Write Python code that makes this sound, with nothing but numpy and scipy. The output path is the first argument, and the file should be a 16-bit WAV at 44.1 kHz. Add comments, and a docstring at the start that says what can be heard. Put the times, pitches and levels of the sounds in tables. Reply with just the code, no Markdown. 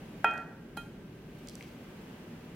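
"""A small ceramic sauce bowl is set down on a dinner plate in a quiet kitchen: a clink, a few gritty ticks
as its foot settles, then a lighter, brighter clink as the fingers let go. Each contact scratches the glaze,
makes the plate knock and sets the bowl ringing. Later come a few small dry clicks and a soft rustle of
clothing as the arm draws back. Ventilation hums throughout, with a background hiss that dips for a while."""
import sys
import numpy as np
from scipy import signal
from scipy.fft import rfft, irfft
from scipy.io import wavfile
from scipy.ndimage import uniform_filter1d

SR = 44100
rng = np.random.default_rng(int(sys.argv[2]) if len(sys.argv) > 2 else 0)


def store_pcm(level_fs):
    """Save levels as 16-bit WAV."""
    pcm = np.round(np.clip(level_fs, -1, 1) * 32767).astype(np.int16)
    wavfile.write(sys.argv[1], SR, np.atleast_2d(pcm).T)


N = 112454

# tone colour of the ventilation's rumble and of the background hiss (f/Hz, relative level/dB)
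RUMBLE_SPECTRUM = [(20, -35), (28, -21), (36, -4.5), (55, -6.5), (80, -9.5), (115, -6), (200, 1), (290, -3),
                   (440, -8), (700, -24), (1200, -50.5), (3000, -65)]
HISS_SPECTRUM = [(60, -47), (200, -8.5), (600, 8.5), (1300, 1.5), (1900, 1), (2900, -1), (3700, -8),
                 (5200, -13), (8000, -17.5), (15500, -17)]
# how wide each sounds between the ears (f/Hz, side minus mid level/dB)
RUMBLE_WIDTH = [(40, -22), (120, -27.5), (260, -18.5), (700, -10.5)]
HISS_WIDTH = [(300, -6.5), (3000, -1.5), (6000, 2.5), (15000, -2)]
# the hiss ducks after the first clink and recovers (t/s, level/dB)
HISS_CURVE = [(0, -57), (.24, -57), (.45, -63), (.75, -62), (1.2, -61), (1.4, -59), (1.62, -58.5),
              (1.85, -57.5), (2.1, -56.5), (2.55, -58)]
# steady tones of the ventilation (f/Hz, level/dB)
HUM_TONES = [(118.6, -62), (160.5, -58), (237.5, -62.5), (581, -71.5), (1561, -73), (1680, -90)]
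# the kitchen's echo by band; t60 is the time to fade by 60 dB (f/Hz, t60/s, relative level/dB)
ROOM_BANDS = [(250, 1, 9.5), (724, 0.591, 1.5), (1030, 0.888, -4.5), (1720, 0.744, 0.5), (3000, 0.363, 8),
              (7000, 0.98, -3.5), (14000, 0.3, -0.5)]
# tone colour of sliding cloth (f/Hz, relative level/dB)
CLOTH_SPECTRUM = [(1500, -12), (3000, -0.5), (4800, -2.5), (7000, -9.5), (10000, -11.5), (15000, -9)]
# small dry clicks (t/s, peak level/dB, centre f/Hz, bandwidth/Hz, t60 of the grit/s)
DRY_CLICKS = [(0.3116, -46, 4750, 3000, 0.011), (0.3376, -49, 7500, 6040, 0.016),
              (0.3754, -46, 4070, 3000, 0.0083), (0.3793, -43, 4900, 7000, 0.0092),
              (1.4734, -36, 5320, 5400, 0.00525), (1.486, -35, 4920, 5500, 0.0103),
              (1.4965, -36, 5800, 7540, 0.0042), (1.5542, -32, 7070, 5000, 0.00787),
              (1.6090, -36.5, 2277, 503, 0.0076), (1.6260, -39, 3000, 5030, 0.0087)]
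# tones of the plate's knock, damped by the food and the table (f/Hz, t60/s, relative level/dB)
PLATE_MODES = [(767, 0.019, -21.5), (856, 0.0219, -16), (1224.6, 0.01023, -12.5), (1476.2, 0.0152, -12.5),
               (1860, 0.012, -48.5), (2582, 0.036, -31)]
# tones of the ringing china; each wavers against a close twin (f/Hz, free t60/s, twin's offset/Hz,
# relative level for a soft contact/dB, the same for a hard one/dB, left minus right/dB)
BOWL_MODES = [(434, 0.183, 1.7, -37, -35, 3), (738, 0.88, 12, -44, -44, -1),
              (849, 0.117, 10, -40.5, -25, -1.5), (922.4, 0.251, 9.6, -31, -43.5, -5.5),
              (1366, .56, 5.4, -21.8, -48, -3), (1394, 0.546, 3.3, -37.5, -25, -4.5),
              (1888.4, 0.78, 7.33, -37.5, -46, -10), (2492.3, .5, 2.4, -30.5, -35, 4),
              (3171.3, 0.416, 3.3, -41, -32.5, -4), (4020, 0.54, 23, -81, -39, 12),
              (4126, 0.069, 79, -68.5, -26, -12), (5000, 0.0336, 37, -50, -52.5, 13.5),
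              (6605, 0.82, 7.3, -88.5, -51, -2.5), (8410, 0.46, 6, -78, -59.5, -2),
              (7990, 0.079, 31, -67, -58.5, -1.5), (9890, .15, 19, -66, -58.5, -8),
              (11140, 0.294, 8, -72, -41, -11), (11900, .2, 25, -70, -55, -1),
              (13700, .22, 19, -80, -48, -1.5)]
# the bowl touches the plate (t/s, strength/dB, hardness 0-1, extra gain of the ring/dB,
# share of the free ring time 0-1, gain of the scratch/dB)
CONTACTS = [(0.2434, -11, 0.1, -26.5, 1.0, -40.5), (0.2446, 1, 0.02, -2.5, 0.99, -38.5),
            (0.7689, -26.5, 0.82, -22, 0.04, -46), (0.7725, -20.5, 0.87, 7.5, 0.37, -40)]


def undb(db):
    """Turn decibels into a gain."""
    return 10 ** (np.asarray(db) / 20)


def unit(x):
    """Scale a sound to an average (rms) level of 1."""
    return x / np.sqrt(np.mean(x ** 2))


def pan(db):
    """Left and right gains that make the left louder by db."""
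    return undb(np.array([[db], [-db]]) / 2)


def fade(t, t60):
    """Die away by 60 dB every t60 seconds; silent before t = 0."""
    return (t >= 0) * np.exp(-np.log(1000) * np.maximum(t, 0) / t60)


def across_pitch(hz, values):
    """Join points into a curve over all frequencies, with the octaves evenly spaced."""
    return np.interp(np.log(np.fft.rfftfreq(N, 1 / SR) + 1), np.log(hz), values)


def colour(x, points):
    """Shape a sound's lows and highs by (f/Hz, level/dB) points."""
    hz, db = np.array(points).T
    return irfft(rfft(x) * undb(across_pitch(hz, db)), N)


def noise(spectrum):
    """Noise of level 1 with the given tone colour."""
    return unit(colour(rng.standard_normal(N), spectrum))


def stereo(mid, side):
    """Make left and right from what the ears share (mid) and what differs (side)."""
    return np.array([mid + side, mid - side])


def mode(t, hz, t60, rise_s):
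    """One tone of a struck object: it swells while the contact lasts, then fades."""
    return np.sin(2 * np.pi * hz * t) * fade(t, t60) * (1 - np.exp(-t / rise_s))


def add(track, start, sound):
    """Mix a stereo sound in at a start time in seconds."""
    i = int(start * SR)
    track[:, i:i + sound.shape[-1]] += sound[..., :N - i]


def background(rumble_db=-48.5):
    """Ventilation rumbles and hums steadily. A wider background hiss ducks after the first clink
    and recovers along a set curve, much as with a gain control."""
    t = np.arange(N) / SR
    rumble = stereo(noise(RUMBLE_SPECTRUM), colour(noise(RUMBLE_SPECTRUM), RUMBLE_WIDTH))
    hiss = stereo(noise(HISS_SPECTRUM), colour(noise(HISS_SPECTRUM), HISS_WIDTH))
    hiss_db = np.interp(t, *np.array(HISS_CURVE).T)
    hum = sum(undb(db) * np.sqrt(2) * np.sin(2 * np.pi * (hz * t + rng.random())) for hz, db in HUM_TONES)
    return undb(rumble_db) * rumble + hum + undb(hiss_db) * hiss


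def kitchen_echo(x, delay_s=0.00262, build_s=0.005, width=0.324):
    """Reflections blur together, build up quickly and die away at their own rate in each band."""
    t = np.arange(N) / SR - delay_s
    hz, t60, db = np.array(ROOM_BANDS).T
    spectrum = rfft(stereo(rng.standard_normal(N), width * rng.standard_normal(N)))
    bands = [irfft(spectrum * across_pitch(hz, share), N) for share in np.eye(len(hz))]
    tail = sum(band * fade(t, decay) * undb(band_db) for band, decay, band_db in zip(bands, t60, db))
    tail *= 1 - np.exp(-np.maximum(t, 0) / build_s)
    return signal.fftconvolve(x, tail / np.sqrt(SR * .04), axes=1)[:, :N]


def cloth_rustle(crest_s=1.59, spread_s=0.295, crest_db=-67.5, flicker_db=2.87):
    """Clothing slides as the arm draws back: a soft noise that swells and fades unevenly."""
    t = np.arange(N) / SR
    flicker = unit(uniform_filter1d(rng.standard_normal(N), size=700))
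    swell = np.exp(-((t - crest_s) / spread_s) ** 2)
    cloth = stereo(noise(CLOTH_SPECTRUM), .6 * noise(CLOTH_SPECTRUM))
    return cloth * swell * undb(crest_db + flicker_db * flicker)


def dry_clicks(grit_db=-11, width=0.61):
    """Tiny snaps: one sharp pulse and a little grit, coloured by one broad resonance."""
    t = np.arange(SR // 10) / SR
    pulse = t == 0
    track = np.zeros((2, N))
    for start, db, hz, bandwidth, t60 in DRY_CLICKS:
        mid, side = rng.standard_normal((2, len(t))) * fade(t, t60) * undb(grit_db)
        resonance = signal.iirpeak(hz, hz / bandwidth, fs=SR)
        snap = signal.lfilter(*resonance, stereo(mid + pulse, width * side))
        snap = signal.lfilter(*resonance, snap)  # a second pass narrows the band
        add(track, start, undb(db) * snap / np.abs(snap.mean(axis=0)).max())
    return track


def glaze_scratch(t, hardness, soft_t60=0.0146, hard_t60=0.0127, band_hz=(3430, 13900)):
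    """The glaze scrapes in a bright burst; a hard contact leaves a shimmer of dense high overtones."""
    scrape = fade(t, soft_t60 + hardness * (hard_t60 - soft_t60))
    shimmer = hardness * undb(-17) * fade(t, t60=0.39)
    burst = rng.standard_normal((2, len(t))) * (scrape + shimmer)
    return signal.sosfilt(signal.butter(2, band_hz, "band", fs=SR, output="sos"), burst)


def plate_knock(t, low_cut_hz=260):
    """The struck plate only knocks, because the food and the table damp its tones."""
    knock = sum(undb(db) * mode(t, hz, t60, rise_s=0.000466) for hz, t60, db in PLATE_MODES)
    low_cut = signal.butter(2, low_cut_hz, "high", fs=SR, output="sos")
    return signal.sosfilt(low_cut, knock) * pan(db=-0.5)


def bowl_ring(t, hardness, ring_share, rise_s=0.00123, twin_db=-5, settle_s=0.156):
    """The china rings in wavering pairs of tones, and fades faster once the bowl's foot has settled."""
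    ring = np.zeros((2, len(t)))
    for hz, free_t60, offset, soft_db, hard_db, pan_db in BOWL_MODES:
        gain = undb(soft_db + hardness * (hard_db - soft_db))
        t60 = free_t60 * ring_share
        pair = mode(t, hz, t60, rise_s) + undb(twin_db) * mode(t, hz + offset, t60, rise_s)
        ring += gain * pair * pan(pan_db)
    settling = fade(np.maximum(t - settle_s, 0), t60=0.42)
    return ring * settling


def bowl_on_plate():
    """Each contact knocks the plate, sets the bowl ringing and scratches the glaze."""
    t = np.arange(SR) / SR
    knock, ring, scratch = np.zeros((3, 2, N))
    for start, db, hardness, ring_db, ring_share, scratch_db in CONTACTS:
        add(knock, start, undb(db) * plate_knock(t))
        add(ring, start, undb(db + ring_db) * bowl_ring(t, hardness, ring_share))
        add(scratch, start, undb(scratch_db) * glaze_scratch(t, hardness))
    return knock, ring, scratch


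def scene():
    """China and clicks close by with their echo, over the background and the rustle."""
    backdrop = background()
    knock, ring, scratch = bowl_on_plate()
    ticks = scratch + dry_clicks()
    echo = kitchen_echo(undb(-6.5) * knock + undb(-13) * ring + undb(-8) * ticks)
    return backdrop + echo + cloth_rustle() + ticks + knock + ring


def record(dry, top_hz=15900):
    """Cut away the very top of the treble."""
    return signal.sosfilt(signal.ellip(10, .2, 80, top_hz, fs=SR, output="sos"), dry)


dry = scene()
out = record(dry)
store_pcm(out)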